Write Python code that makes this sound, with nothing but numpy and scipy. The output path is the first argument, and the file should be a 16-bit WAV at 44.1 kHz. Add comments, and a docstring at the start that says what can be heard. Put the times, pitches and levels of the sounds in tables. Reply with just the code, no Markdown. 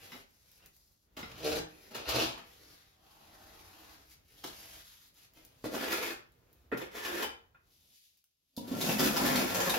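"""Trowel and mortar in a tiled bathroom

A small, ringing room, with a phone microphone behind the worker. A steel trowel spreads wet mortar
on the wall: it taps down, scrapes hard twice and glides softly through the paste. Then it is knocked
and wiped on the rim of a plastic bucket and digs in for a fresh load. Sand grinds under the blade,
which sticks and slips; a sleeve rustles, and the house rumbles faintly underneath."""
import sys
import numpy as np
from scipy import signal
from scipy.fft import rfft, irfft, next_fast_len
from scipy.io import wavfile
from scipy.ndimage import uniform_filter1d, map_coordinates

SR = 44100
rng = np.random.default_rng(int(sys.argv[2]) if len(sys.argv) > 2 else 0)


def master_out(mix):
    """Clip the mix to full scale and print it as 16-bit PCM to the path in sys.argv[1]."""
    frames = np.transpose(np.atleast_2d(mix))
    ceiling = np.clip(frames, -1, 1)
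    pcm = np.round(ceiling * 32767).astype(np.int16)
    wavfile.write(sys.argv[1], SR, pcm)


N = 431298

# Judder, rasp and grit are the low, middle and high bands of friction. Levels are relative.
# Strokes of the blade: t/s, length/s, rasp/dB, swell/dB, judder over rasp/dB, grit over rasp/dB
SOFT_PUSHES = [(0, 0.21, -60.5, -3, -1.5, -0.5), (.29, 0.29, -78, 8, -8, 9),
               (.53, 0.13, -71.5, 15.5, -4, -4), (.74, 0.31, -93.5, -11, -8, 20),
               (1.7, 0.19, -65, 3, 1.5, 1), (2.45, 0.29, -65, 1.5, 0, 1.5), (2.76, 0.19, -71, -11, -9, 0),
               (4.08, 0.05, -69.5, 9.5, -27, 7.5), (4.28, 0.22, -67, 8.5, -1.5, 4),
               (4.48, 0.33, -59.5, -1, -4.5, 3.5), (4.86, 0.22, -68, -9, -32, 6),
               (5.17, 0.08, -68.5, -1, -9.5, 4.5), (5.36, 0.31, -74.5, -16, 3, 0.5)]
EDGE_SCRAPES = [(1.25, 0.24, -55.5, 5, -5, -2), (1.452, 0.13, -43, -5, 7.5, 2.5)]
FLAT_SCRAPES = [(1.955, 0.089, -51.5, -9.5, -0.5, -2.5), (2.088, 0.023, -36.5, -2, -6.5, -2.5),
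                (2.152, 0.066, -35, 0.5, -1, 0.5)]
SOFT_PULLS = [(3.07, 0.86, -65.5, 5.1, 0, 1)]
WIPES_ON_RIM = [(5.52, 0.15, -83.5, 30, -0.5, 9), (5.69, 0.083, -51, 16.5, 12, -0.5),
                (5.755, 0.28, -41.5, -1, 1.5, -5.5), (5.9, 0.09, -38, -4, -2, -3),
                (6.0, 0.12, -41.5, -4.5, -1.5, -3.5), (6.36, 0.32, -87, -9, 8, -11),
                (6.8, 0.093, -55.5, -16.5, 1.5, -8.5), (6.95, 0.27, -43.5, 1.5, -3.5, -5),
                (7.13, 0.086, -40, 7.5, 1, -5)]
BUCKET_DIGS = [(8.68, 0.133, -49, 10, 10.3, -0.5), (8.815, 0.11, -38.5, 0.5, 4.7, 2),
               (9.003, 0.082, -34, -3, 4.9, -0.5), (9.17, 0.273, -36.5, -1.5, 4.1, -1.5),
               (9.48, 0.36, -38, -1.5, 1.1, -2)]
# The blade touching down on the wall: t/s, judder/dB, rasp/dB, grit/dB
TOUCHDOWNS = [(.1175, -57, -46.5, -49.5), (.144, -50, -63, -65), (1.166, -45, -42.5, -46),
              (1.187, -43, -44.5, -44), (1.228, -47, -47.5, -63), (1.376, -47.5, -49.5, -46),
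              (1.907, -48, -53, -53), (1.943, -43.5, -41.5, -41), (2.089, -47.5, -42, -39),
              (2.374, -52, -48, -55.5), (4.436, -44.5, -49.5, -47), (4.459, -55.5, -62, -48.5)]
# Bare steel striking the wall, and wet mortar snapping: t/s, level/dB
STEEL_STRIKES = [(0.1192, -37.5), (.131, -39), (1.166, -51), (1.229, -33)]
MORTAR_SNAPS = [(0.384, -66), (0.516, -45), (0.66, -40), (0.7654, -44.5), (5.1424, -50), (5.336, -47),
                (5.45, -38), (6.32, -55.5), (6.5294, -47.5), (8.1724, -53), (8.241, -50.5)]
# Coarse sand jamming under the blade: t/s, rasp/dB, grit/dB, f/Hz
GRAIN_JAMS = [(1.442, -51.5, -42, 3970), (1.495, -41, -44, 3200), (1.553, -44, -41, 3950),
              (2.09, -46, -35.5, 4170), (6.772, -43.5, -45, 3050), (7.223, -27.5, -36, 3060),
              (8.5652, -57, -43.5, 3300), (8.8112, -52, -32, 3880), (8.892, -27, -45, 2580),
              (8.993, -25.5, -31.5, 1370), (9.041, -40, -33, 12500), (9.07, -31.5, -36, 2460),
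              (9.166, -24, -30, 5070), (9.258, -33, -34, 11300), (9.356, -29, -31.5, 4270),
              (9.545, -29, -32, 6900), (9.602, -27, -32, 6800), (9.694, -26, -27, 3860),
              (9.738, -24, -35, 2670)]
# The blade locking into a note: t/s, length/s, first f/Hz, last f/Hz, level/dB
BLADE_GROANS = [(1.469, 0.0498, 490, 440, -38), (1.56, .055, 345, 325, -40), (5.735, .075, 365, 385, -44),
                (6.0, .045, 435, 460, -40), (7.113, .042, 358, 346, -38.5), (7.19, .03, 350, 340, -45)]
# Knocks on the bucket: t/s, judder/dB, rasp/dB, grit/dB, thud f/Hz, ring f/Hz, ring level/dB
BUCKET_HITS = [(5.641, -35, -41.5, -46, 486, 1400, -44), (5.651, -32, -48, -47.5, 306, 2140, -48),
               (6.716, -37.5, -38.5, -61, 350, 1863, -33), (6.723, -30, -42, -69, 434, 1366, -34),
               (6.732, -41, -48, -65.5, 248, 2050, -40.5), (7.546, -89, -58.5, -89, 173, 1403, -56),
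               (8.576, -34.5, -79, -46, 227, 955, -39), (8.611, -43, -77, -57, 242, 980, -50),
               (8.678, -42, -70, -48, 345, 1165, -50), (8.714, -31, -63, -50, 247, 1090, -48)]
# Swings of the arm in its sleeve: t/s, length/s, level/dB, swell/dB
ARM_SWINGS = [(6.29, 0.33, -80.5, 5), (7.721, 0.25, -66, 4.5), (8.04, 0.15, -69.5, -10),
              (8.285, 0.31, -80, 9)]

# Spectra of the house rumble, each kind of contact and the shirt: f/Hz, level/dB
RUMBLE_COLOUR = [(15, -27.5), (30, -5.5), (60, 3.5), (110, -3), (200, -10.5), (500, -16.5), (1500, -23),
                 (6000, -32.5), (15500, -34)]
PUSH_COLOUR = [(60, 4.5), (170, -5.5), (300, -7), (480, -8), (1000, -11), (2000, -7.5), (2900, -10),
               (5000, -8), (7500, -11.5), (12000, -10), (15500, -22.5)]
TAP_COLOUR = [(50, -10.5), (130, 7), (400, 4), (800, 2.5), (1400, -3.5), (2000, -6.5), (3000, -6),
              (5000, -13.5), (7500, -16), (12000, -20), (15500, -24)]
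EDGE_COLOUR = [(50, -22.5), (170, -11), (240, -8.5), (310, -9.5), (470, -6.5), (700, -10), (1100, -14.5),
               (1400, -8.5), (1900, -14.5), (2800, -15), (4500, -16), (7000, -22.5), (12000, -28.5),
               (15500, -37)]
FLAT_COLOUR = [(50, -16.5), (130, 0), (190, -6), (380, 0), (650, -1.5), (1000, -0.5), (1500, -4),
               (2100, -8.5), (2800, -4.5), (4300, -6.5), (7000, -17), (12000, -21.5), (15500, -30.5)]
PULL_COLOUR = [(60, 9.5), (170, -2.5), (300, -0.5), (480, -5), (850, -4), (1400, -6.5), (2200, -13.5),
               (4500, -6.5), (7500, -11), (12000, -9.5), (15500, -21)]
RIM_COLOUR = [(50, -23.5), (140, -14.5), (230, -1), (400, 1.5), (520, 1.5), (700, -0.5), (1100, -6),
              (1700, -6.5), (2700, -8), (4500, -16.5), (7000, -19.5), (12000, -20.5), (15500, -28)]
KNOCK_COLOUR = [(50, -21), (120, -28), (240, 4.5), (420, -2.5), (600, -3), (800, -12), (1100, -17.5),
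                (1900, -15), (3000, -27.5), (6000, -41), (12000, -41.5), (15500, -50.5)]
CLOTH_COLOUR = [(300, -13), (1100, -24), (2500, -1), (4000, 3.5), (7000, 0), (12000, 0.5), (15500, -10.5)]
DIG_COLOUR = [(50, -18.5), (100, -16.5), (145, 0), (240, -3), (400, -3.5), (750, -4), (1200, -13.5),
              (2600, -15), (4000, -17), (7000, -18.5), (12000, -19.5), (15500, -26.5)]
# Resonances of the blade rubbing the wall, the blade striking it, and the bucket:
# f/Hz, width/Hz, level/dB
BLADE_MODES = [(317, 14, -0.5), (452, 34, -2.5), (670, 30, 2), (784, 40, -1.5), (1380, 36, -12),
               (2560, 13, -10), (3170, 35, -16), (4020, 73, -8.5), (5100, 120, -10.5)]
CLACK_MODES = [(880, 90, -6.5), (1350, 120, -2), (2083, 71, 2), (2930, 110, -3.5), (3810, 60, -5.5),
               (5170, 58, -7)]
BUCKET_MODES = [(217, 17, 0.5), (254.2, 16, 1.5), (352, 15, -2), (460, 10, -5), (530.5, 11, 0.5),
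                (1088, 7.8, 3), (1375, 45, 0.5), (1700, 17, 0.5), (1762, 18, -1), (2430, 12, -0.5),
                (2537, 34, 0.5), (3500, 70, -2), (4700, 28, -2.5), (5070, 110, -5.5)]
# The blade ringing freely: f/Hz, level/dB, t60/s
FREE_BLADE_MODES = [(1360, -3, .2), (1670, -7, .18), (3010, -2, 0.24), (3075, 0.5, .26), (5040, -7.5, .26),
                    (5280, -9, .3), (7220, -17, .25)]
# Resonances sliding as the blade tilts on the wall or crosses the bucket: t/s, hollow f/Hz, rasp f/Hz
WALL_GLIDE = [(1.45, 490, 2550), (1.52, 465, 3140), (1.61, 327, 2720), (2.16, 624, 2800), (2.24, 319, 2850),
              (2.45, 356, 2400), (2.7, 356, 4400), (3.151, 800, 2160), (3.7, 320, 2140), (4.0, 310, 2300),
              (4.5, 620, 2900), (4.75, 577, 3020), (5.05, 400, 3260), (5.4, 290, 3000)]
BUCKET_GLIDE = [(5.72, 240, 1400), (5.81, 264, 1600), (5.88, 400, 1680), (5.96, 342, 2200),
                (6.0, 463, 2200), (6.07, 440, 2050), (6.12, 328, 1750), (6.95, 413, 2080),
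                (7.12, 354, 1590), (7.21, 400, 1750), (7.3, 490, 1399), (8.72, 227.6, 994),
                (8.88, 187, 2950), (9.03, 282, 1510), (9.2, 346, 1480), (9.4, 225, 2500), (9.56, 535, 1670),
                (9.76, 540, 1730)]

# Decay of the tiled room: f/Hz, t60/s
ROOM_DECAY = [(100, 0.5), (300, 0.3), (1000, 0.4), (4000, 0.32), (12000, 0.19)]
# Stereo width at the microphone: f/Hz, side over mid/dB
STEREO_WIDTH = [(30, -17), (60, -12.5), (140, -11.5), (330, -5), (770, 1), (1300, 1), (3000, -0.5),
                (6400, 0), (7600, 6.5), (8750, 34), (9800, 6), (12000, -3.5), (13500, -40)]
# Balance of the two microphone ports: f/Hz, left over right/dB
PORT_BALANCE = [(100, -1), (400, 0), (2400, 0.5), (4400, 3.5), (8000, 1.14), (12000, -1)]


def amp(db):
    """Decibels to gain."""
    return 10 ** (np.asarray(db) / 20)


def unit(x):
    """x at rms 1."""
    return x / np.sqrt(np.mean(x ** 2) + 1e-20)


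def along(points, hz):
    """(f/Hz, value) points read on a log frequency axis."""
    f, v = np.transpose(points)
    return np.interp(np.log(hz + 1), np.log(f + 1), v)


def wobble(rate):
    """A smooth random curve, rate knots a second."""
    knots = rng.standard_normal(int(N * rate / SR) + 4)
    steps = np.arange(0, N, 32)
    return np.interp(np.arange(N), steps, map_coordinates(knots, [steps * rate / SR]))


def filtered(x, response):
    """x through a complex frequency response."""
    m = next_fast_len(N + 8192)
    return irfft(rfft(x, m) * response(np.fft.rfftfreq(m, 1 / SR)), m)[..., :N]


def ringing(modes, hz):
    """A flat response with resonances standing on it."""
    return 1 + sum(amp(db) * 1j * hz * width / (f * f - hz * hz + 1j * hz * width)
                   for f, width, db in modes)


def tone(s, hz, db, t60, attack):
    """One struck mode, starting at s seconds."""
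    t = np.arange(SR // 2) / SR
    envelope = amp(db - 60 * t / t60) * (1 - np.exp(-t / attack))
    out = np.zeros(N + SR)
    out[round(s * SR):][:len(t)] = envelope * np.sin(2 * np.pi * hz * t)
    return out[:N]


def rumble(channels):
    """Deep noise of rms 1."""
    noise = rng.standard_normal((channels, N))
    return unit(filtered(noise, lambda hz: amp(along(RUMBLE_COLOUR, hz)) * hz / (hz + 25)))


def room_tone(level_db=-75, waver_db=2, lull_at_s=8, lull_s=0.59, depth_db=-15.5, fade_s=0.067):
    """The low, wavering rumble of the house, as mid and side; the level dips briefly once."""
    t = np.arange(N) / SR - lull_at_s
    lull_db = np.interp(t, [-fade_s, 0, lull_s, lull_s + fade_s], [0, depth_db, depth_db, 0])
    return amp(level_db + lull_db + waver_db * wobble(18)) * rumble(channels=2)


def pressure(start, length, db, swell_db, attack_s, release_t60, arch_db):
    """Gain of one stroke: the hand leans in (20 dB per attack_s), arches or sags midway, and lifts."""
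    t = np.arange(N) / SR - start
    progress = np.clip(t / length, 0, 1)
    held_db = db + swell_db * (progress - .5) + arch_db * np.sin(np.pi * progress)
    ends_db = 20 * np.minimum(t, 0) / attack_s - 60 * np.maximum(t - length, 0) / release_t60
    return amp(np.maximum(held_db + ends_db, -600))


def strokes(rows, attack_s, release_t60, arch_db):
    """Judder, rasp and grit gains follow one pressure; where strokes overlap, the stronger wins."""
    gains = [amp([[judder], [0], [grit]]) * pressure(*stroke, attack_s, release_t60, arch_db)
             for *stroke, judder, grit in rows]
    return np.max(gains, axis=0)


def sand(rate, spread_db):
    """Grains crack at random, rate a second, a few much louder than the rest."""
    when, draw, sign = rng.random((int(rate * N / SR), 3)).T
    size = amp(spread_db * np.minimum(-np.log(1 - draw), 4.5))
    return unit(np.bincount((when * N).astype(int), size * np.sign(sign - .5), N))


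def slips(rate, scatter):
    """The blade sticks and lets go in a train of jolts; scatter makes the gaps uneven."""
    gap, size = rng.standard_normal((int(2 * rate * N / SR), 2)).T
    when = (np.cumsum(np.exp(scatter * gap)) * SR / rate).astype(int)
    return unit(np.bincount(when[when < N], amp(2 * size[when < N]), N))


def friction(levels, colour, modes, slip_hz, scatter, grain_rate, spread_db, flutter_db, trim_db):
    """Slips make the body judder, sand adds rasp and grit above; all three ring in the body's modes."""
    grains = sand(grain_rate, spread_db)
    jolts = slips(slip_hz, scatter)
    m = next_fast_len(N + 8192)
    hz = np.fft.rfftfreq(m, 1 / SR)
    low = 1 / (1 + (hz / 800) ** 8)
    high = 1 - 1 / (1 + (hz / 3500) ** 8)
    body = amp(along(colour, hz)) * hz ** 2 / (hz ** 2 + 35 ** 2)
    drive = rfft(np.array([jolts + 0.36 * grains, grains + 0.33 * jolts, grains]), m)
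    bands = irfft(drive * body * [low, 1 - low - high, high], m)[:, :N]
    bite = amp(flutter_db * unit(wobble(55) + wobble(160)))  # the edge bites unevenly
    scrape = sum(unit(band * bite) * level * amp(db) for band, level, db in zip(bands, levels, trim_db))
    grid = np.geomspace(10, SR / 2, 16000)
    return filtered(scrape, lambda hz: np.interp(hz, grid, ringing(modes, grid)))


def moving_contact(x, track, boosts_db, widths_oct, wander_oct, wander_rate=9):
    """Two resonances slide in pitch as the point of contact moves, and wander as the hand rocks."""
    hz, t, spectrum = signal.stft(x, SR, nperseg=1024)
    times, *centres = np.transpose(track)
    gain_db = 0
    for centre, db, width in zip(centres, boosts_db, widths_oct):
        rocking = wander_oct * np.interp(t, np.arange(N) / SR, wobble(wander_rate))
        octaves_off = np.log2((hz[:, None] + 1) / np.interp(t, times, centre)) + rocking
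        gain_db += db * np.exp(-.5 * (octaves_off / width) ** 2)
    return signal.istft(spectrum * amp(gain_db), SR, nperseg=1024)[1][:N]


def boom(levels, level_db, growth):
    """The wall or bucket flexes under the blade, as the pressure to the power growth."""
    rasp = levels[1]
    return amp(level_db) * (rasp / rasp.max()) ** growth * rumble(channels=1)[0]


def crackle(levels, rate=45, level_db=-75, growth=0.38, highpass_hz=5000):
    """Air pockets in the wet paste burst at random while the blade moves through it."""
    grit = levels[2]
    pops = unit(filtered(sand(rate, spread_db=2.0), lambda hz: 1j * hz / (highpass_hz + 1j * hz)))
    return amp(level_db) * (grit / grit.max()) ** growth * pops


def blows(rows, t60, attack):
    """Judder, rasp and grit gains of impacts: each jumps up and dies away."""
    t = np.arange(SR // 3) / SR
    envelope = (1 - np.exp(-t / attack)) * amp(-60 * t / t60)
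    levels = np.zeros((3, N + SR))
    for s, *band_db in rows:
        levels[:, round(s * SR):][:, :len(t)] += amp(band_db)[:, None] * envelope
    return levels[:, :N]


def trowel_on_wall():
    """The blade glides through the paste, touches down, and makes the wall boom with two hard scrapes."""
    on_edge = strokes(EDGE_SCRAPES, attack_s=0.054, release_t60=0.079, arch_db=-0.5)
    laid_flat = strokes(FLAT_SCRAPES, attack_s=0.043, release_t60=0.34, arch_db=0.5)
    pushes = strokes(SOFT_PUSHES, attack_s=0.067, release_t60=0.13, arch_db=-0.5)
    pulls = strokes(SOFT_PULLS, attack_s=0.19, release_t60=0.75, arch_db=2.5)
    touches = blows(TOUCHDOWNS, t60=0.094, attack=0.0034)
    edge = friction(on_edge, EDGE_COLOUR, BLADE_MODES, slip_hz=153.0, scatter=0.055,
                    grain_rate=2300, spread_db=4.0, flutter_db=2.5, trim_db=[-1, 1, 1])
    flat = friction(laid_flat, FLAT_COLOUR, BLADE_MODES, slip_hz=139.6, scatter=.4,
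                    grain_rate=3000, spread_db=-0.5, flutter_db=1.5, trim_db=[-1, 0, 1])
    up = friction(pushes, PUSH_COLOUR, BLADE_MODES, slip_hz=406.2, scatter=0.65,
                  grain_rate=4000, spread_db=2.0, flutter_db=1.5, trim_db=[-2, 0, 2])
    down = friction(pulls, PULL_COLOUR, BLADE_MODES, slip_hz=399.6, scatter=0.67,
                    grain_rate=6000, spread_db=3.5, flutter_db=1.5, trim_db=[-2, 1, 1])
    taps = friction(touches, TAP_COLOUR, CLACK_MODES, slip_hz=300.8, scatter=.5,
                    grain_rate=6500, spread_db=3.5, flutter_db=3.0, trim_db=[3, 5, 5])
    booms = boom(on_edge, level_db=-49, growth=0.34)
    booms += boom(laid_flat, level_db=-46.5, growth=0.99)
    booms += boom(pushes + pulls, level_db=-71, growth=0.36)
    scrapes = moving_contact(edge + flat + up + down, WALL_GLIDE,
                             boosts_db=[4.5, 4.5], widths_oct=[.25, .16], wander_oct=0.17)
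    return amp(-0.74) * scrapes + taps + booms + crackle(pushes)


def steel_clacks(damping=1.2, thud_hz=225, thud_db=-6, thud_t60=0.076):
    """The bare edge strikes through the paste: the blade rings briefly and the wall thuds."""
    out = np.zeros(N)
    for s, db in STEEL_STRIKES:
        for hz, width, mode_db in CLACK_MODES:
            t60 = np.log(1000) / (np.pi * width * damping)
            out += tone(s, hz, db + mode_db, t60, attack=0.00081)
        out += tone(s, thud_hz, db + thud_db, thud_t60, attack=0.004)
    return out


def mortar_snaps(t60=0.0091, gain_db=-1, highpass_hz=4500):
    """Sticky mortar lets go with tiny bright snaps."""
    t = np.arange(SR // 20) / SR
    out = np.zeros(N + SR)
    for s, db in MORTAR_SNAPS:
        out[round(s * SR):][:len(t)] += amp(db + gain_db - 60 * t / t60) * rng.standard_normal(len(t))
    return filtered(out[:N], lambda hz: 1j * hz / (highpass_hz + 1j * hz))


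def grain_bursts(rasp_db=-0.5, grit_db=4, ring_db=6.0, ring_q=11, attack_s=0.00054, t60=0.08):
    """Coarse grains jam under the edge and burst, each with a pitch of its own."""
    t = np.arange(SR // 5) / SR
    hz = np.fft.rfftfreq(len(t), 1 / SR)
    envelope = (1 - np.exp(-t / attack_s)) * amp(-60 * t / t60)
    bands = amp(along(DIG_COLOUR, hz)) * np.array([(hz > 750) & (hz < 3500), hz >= 3500])
    grains = np.tile(sand(rate=5000, spread_db=1.5), 2)
    out = np.zeros(N + SR)
    for s, rasp, grit, pitch in GRAIN_JAMS:
        at = round(s * SR)
        resonance = ringing([(pitch, pitch / ring_q, ring_db)], hz)
        low, high = irfft(rfft(grains[at:at + len(t)]) * bands * resonance, len(t))
        burst = amp(rasp + rasp_db) * unit(low) + amp(grit + grit_db) * unit(high)
        out[at:at + len(t)] += envelope * burst
    return out[:N]


def blade_groans(waver=.035, flutter_db=2, octave_db=-15):
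    """Under steady pressure the slips fall into step and the blade sounds a hollow, unsteady note."""
    glide = [point for s, length, first, last, _ in BLADE_GROANS
             for point in ((s, first), (s + length, last))]
    hz = np.interp(np.arange(N) / SR, *np.transpose(glide)) * (1 + waver * wobble(90))
    phase = 2 * np.pi * np.cumsum(hz) / SR
    gain = sum(pressure(s, length, db, swell_db=0, attack_s=.025, release_t60=.045, arch_db=0.5)
               for s, length, _, _, db in BLADE_GROANS)
    return gain * amp(flutter_db * wobble(70)) * (np.sin(phase) + amp(octave_db) * np.sin(2 * phase))


def trowel_in_bucket():
    """The blade is wiped over the rim, then grinds through the mortar inside the bucket."""
    wipes = strokes(WIPES_ON_RIM, attack_s=0.048, release_t60=0.19, arch_db=2.5)
    digs = strokes(BUCKET_DIGS, attack_s=0.075, release_t60=0.57, arch_db=1.5)
    # the stiff rim does not reach the two deepest modes
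    rim = friction(wipes, RIM_COLOUR, BUCKET_MODES[2:], slip_hz=129.9, scatter=.5,
                   grain_rate=3500, spread_db=2.0, flutter_db=2.5, trim_db=[-5, -2, 1])
    scoop = friction(digs, DIG_COLOUR, BUCKET_MODES, slip_hz=139.8, scatter=.7,
                     grain_rate=2600, spread_db=2.5, flutter_db=1.5, trim_db=[-5.5, -2.5, 0])
    scrapes = moving_contact(rim + scoop, BUCKET_GLIDE,
                             boosts_db=[7, 4.5], widths_oct=[.22, .13], wander_oct=.06)
    pops = crackle(digs, rate=130, level_db=-56, growth=1.0, highpass_hz=9000)
    booms = boom(wipes, level_db=-62.5, growth=0.12) + boom(digs, level_db=-47.0, growth=0.84)
    return scrapes + pops + booms


def bucket_knocks(thud_db=6, thud_t60=0.087, ring_t60=.09, sway_hz=130, sway_db=-7):
    """The plastic thuds and rings at pitches set by where the blade hits, and the full bucket sways."""
    levels = blows([row[:4] for row in BUCKET_HITS], t60=0.093, attack=0.00053)
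    out = friction(levels, KNOCK_COLOUR, BUCKET_MODES[1:], slip_hz=207.8, scatter=0.37,
                   grain_rate=7600, spread_db=0.0, flutter_db=0.5, trim_db=[-2, 1, 3])
    for s, judder_db, _, _, thud_hz, ring_hz, ring_db in BUCKET_HITS:
        out += tone(s, thud_hz, judder_db + thud_db, thud_t60, attack=0.002)
        out += tone(s, ring_hz, ring_db, ring_t60, attack=0.0015)
        out += tone(s, sway_hz, judder_db + sway_db, t60=0.094, attack=0.01)
    return out


def sleeve_rustle(gain_db=1):
    """The shirt rubs as the arm swings."""
    rub = unit(filtered(sand(rate=8700, spread_db=3.5), lambda hz: amp(along(CLOTH_COLOUR, hz))))
    swings = sum(pressure(*swing, attack_s=0.13, release_t60=.12, arch_db=-3.5) for swing in ARM_SWINGS)
    return amp(gain_db) * rub * swings


def blade_flick(s=7.226, level_db=-46):
    """The blade springs off the rim and rings freely."""
    return sum(tone(s, hz, level_db + db, t60, attack=0.00093) for hz, db, t60 in FREE_BLADE_MODES)


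def echoes(direct_db, early_db, early_t60):
    """Mid and side response from one spot: direct sound, a burst off the near walls, the tiled tail."""
    hz, t, noise = signal.stft(rng.standard_normal((2, SR // 2)), SR, nperseg=256)
    tail = signal.istft(noise * amp(-60 * t / along(ROOM_DECAY, hz)[:, None]), SR, nperseg=256)[1]
    t = np.arange(tail.shape[1]) / SR
    early = rng.standard_normal(tail.shape) * (rng.random(tail.shape) < .1) * amp(-60 * t / early_t60)
    response = tail / np.linalg.norm(tail[0]) + amp(early_db) * early / np.linalg.norm(early[0])
    response[0, 0] += amp(direct_db)
    # in every broad band the room passes the same power and favours neither side
    mid, side = rfft(response, SR)
    power = lambda a, b: uniform_filter1d((a * b.conj()).real, size=80)
    side = side - mid * power(side, mid) / power(mid, mid)
    even = [channel / np.sqrt(np.abs(power(channel, channel))) for channel in (mid, side)]
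    return irfft(even, SR)[:, :SR // 2]


def bathroom(x, direct_db, early_db, early_t60, move_s=.4):
    """The hand keeps moving, so every move_s the work fades into a fresh pattern of echoes."""
    hop = int(move_s * SR)
    fade = np.sin(np.linspace(0, np.pi, 2 * hop)) ** 1.25
    x = np.pad(x, (hop, 2 * hop))
    out = np.zeros((2, len(x) + SR))
    for at in range(0, N + hop, hop):
        stretch = x[at:at + 2 * hop] * fade
        wet = signal.fftconvolve(stretch[None], echoes(direct_db, early_db, early_t60), axes=1)
        out[:, at:at + wet.shape[1]] += wet
    return out[:, hop:hop + N]


def scene():
    """The work and the room from behind, as left and right; the stereo width changes with frequency."""
    work = trowel_on_wall() + trowel_in_bucket() + bucket_knocks() + blade_groans() + steel_clacks()
    work += grain_bursts() + blade_flick() + mortar_snaps() + sleeve_rustle()
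    field = bathroom(work, direct_db=0.5, early_db=1.5, early_t60=0.06) + room_tone()
    angle = lambda hz: np.arctan(amp(along(STEREO_WIDTH, hz)))
    mid, side = filtered(field, lambda hz: np.array([np.cos(angle(hz)), np.sin(angle(hz))]))
    return np.array([mid + side, mid - side])


def record(dry, top_hz=15850):
    """The phone microphone: its left port is a little brighter, and the treble ends steeply at top_hz."""
    balance = lambda hz: amp(np.outer([.5, -.5], along(PORT_BALANCE, hz)))
    lowpass = lambda hz: 1 / (1 + np.exp(np.minimum((hz - top_hz) / 40, 50)))
    return filtered(dry, lambda hz: balance(hz) * lowpass(hz))


dry = scene()
out = record(dry)
master_out(out)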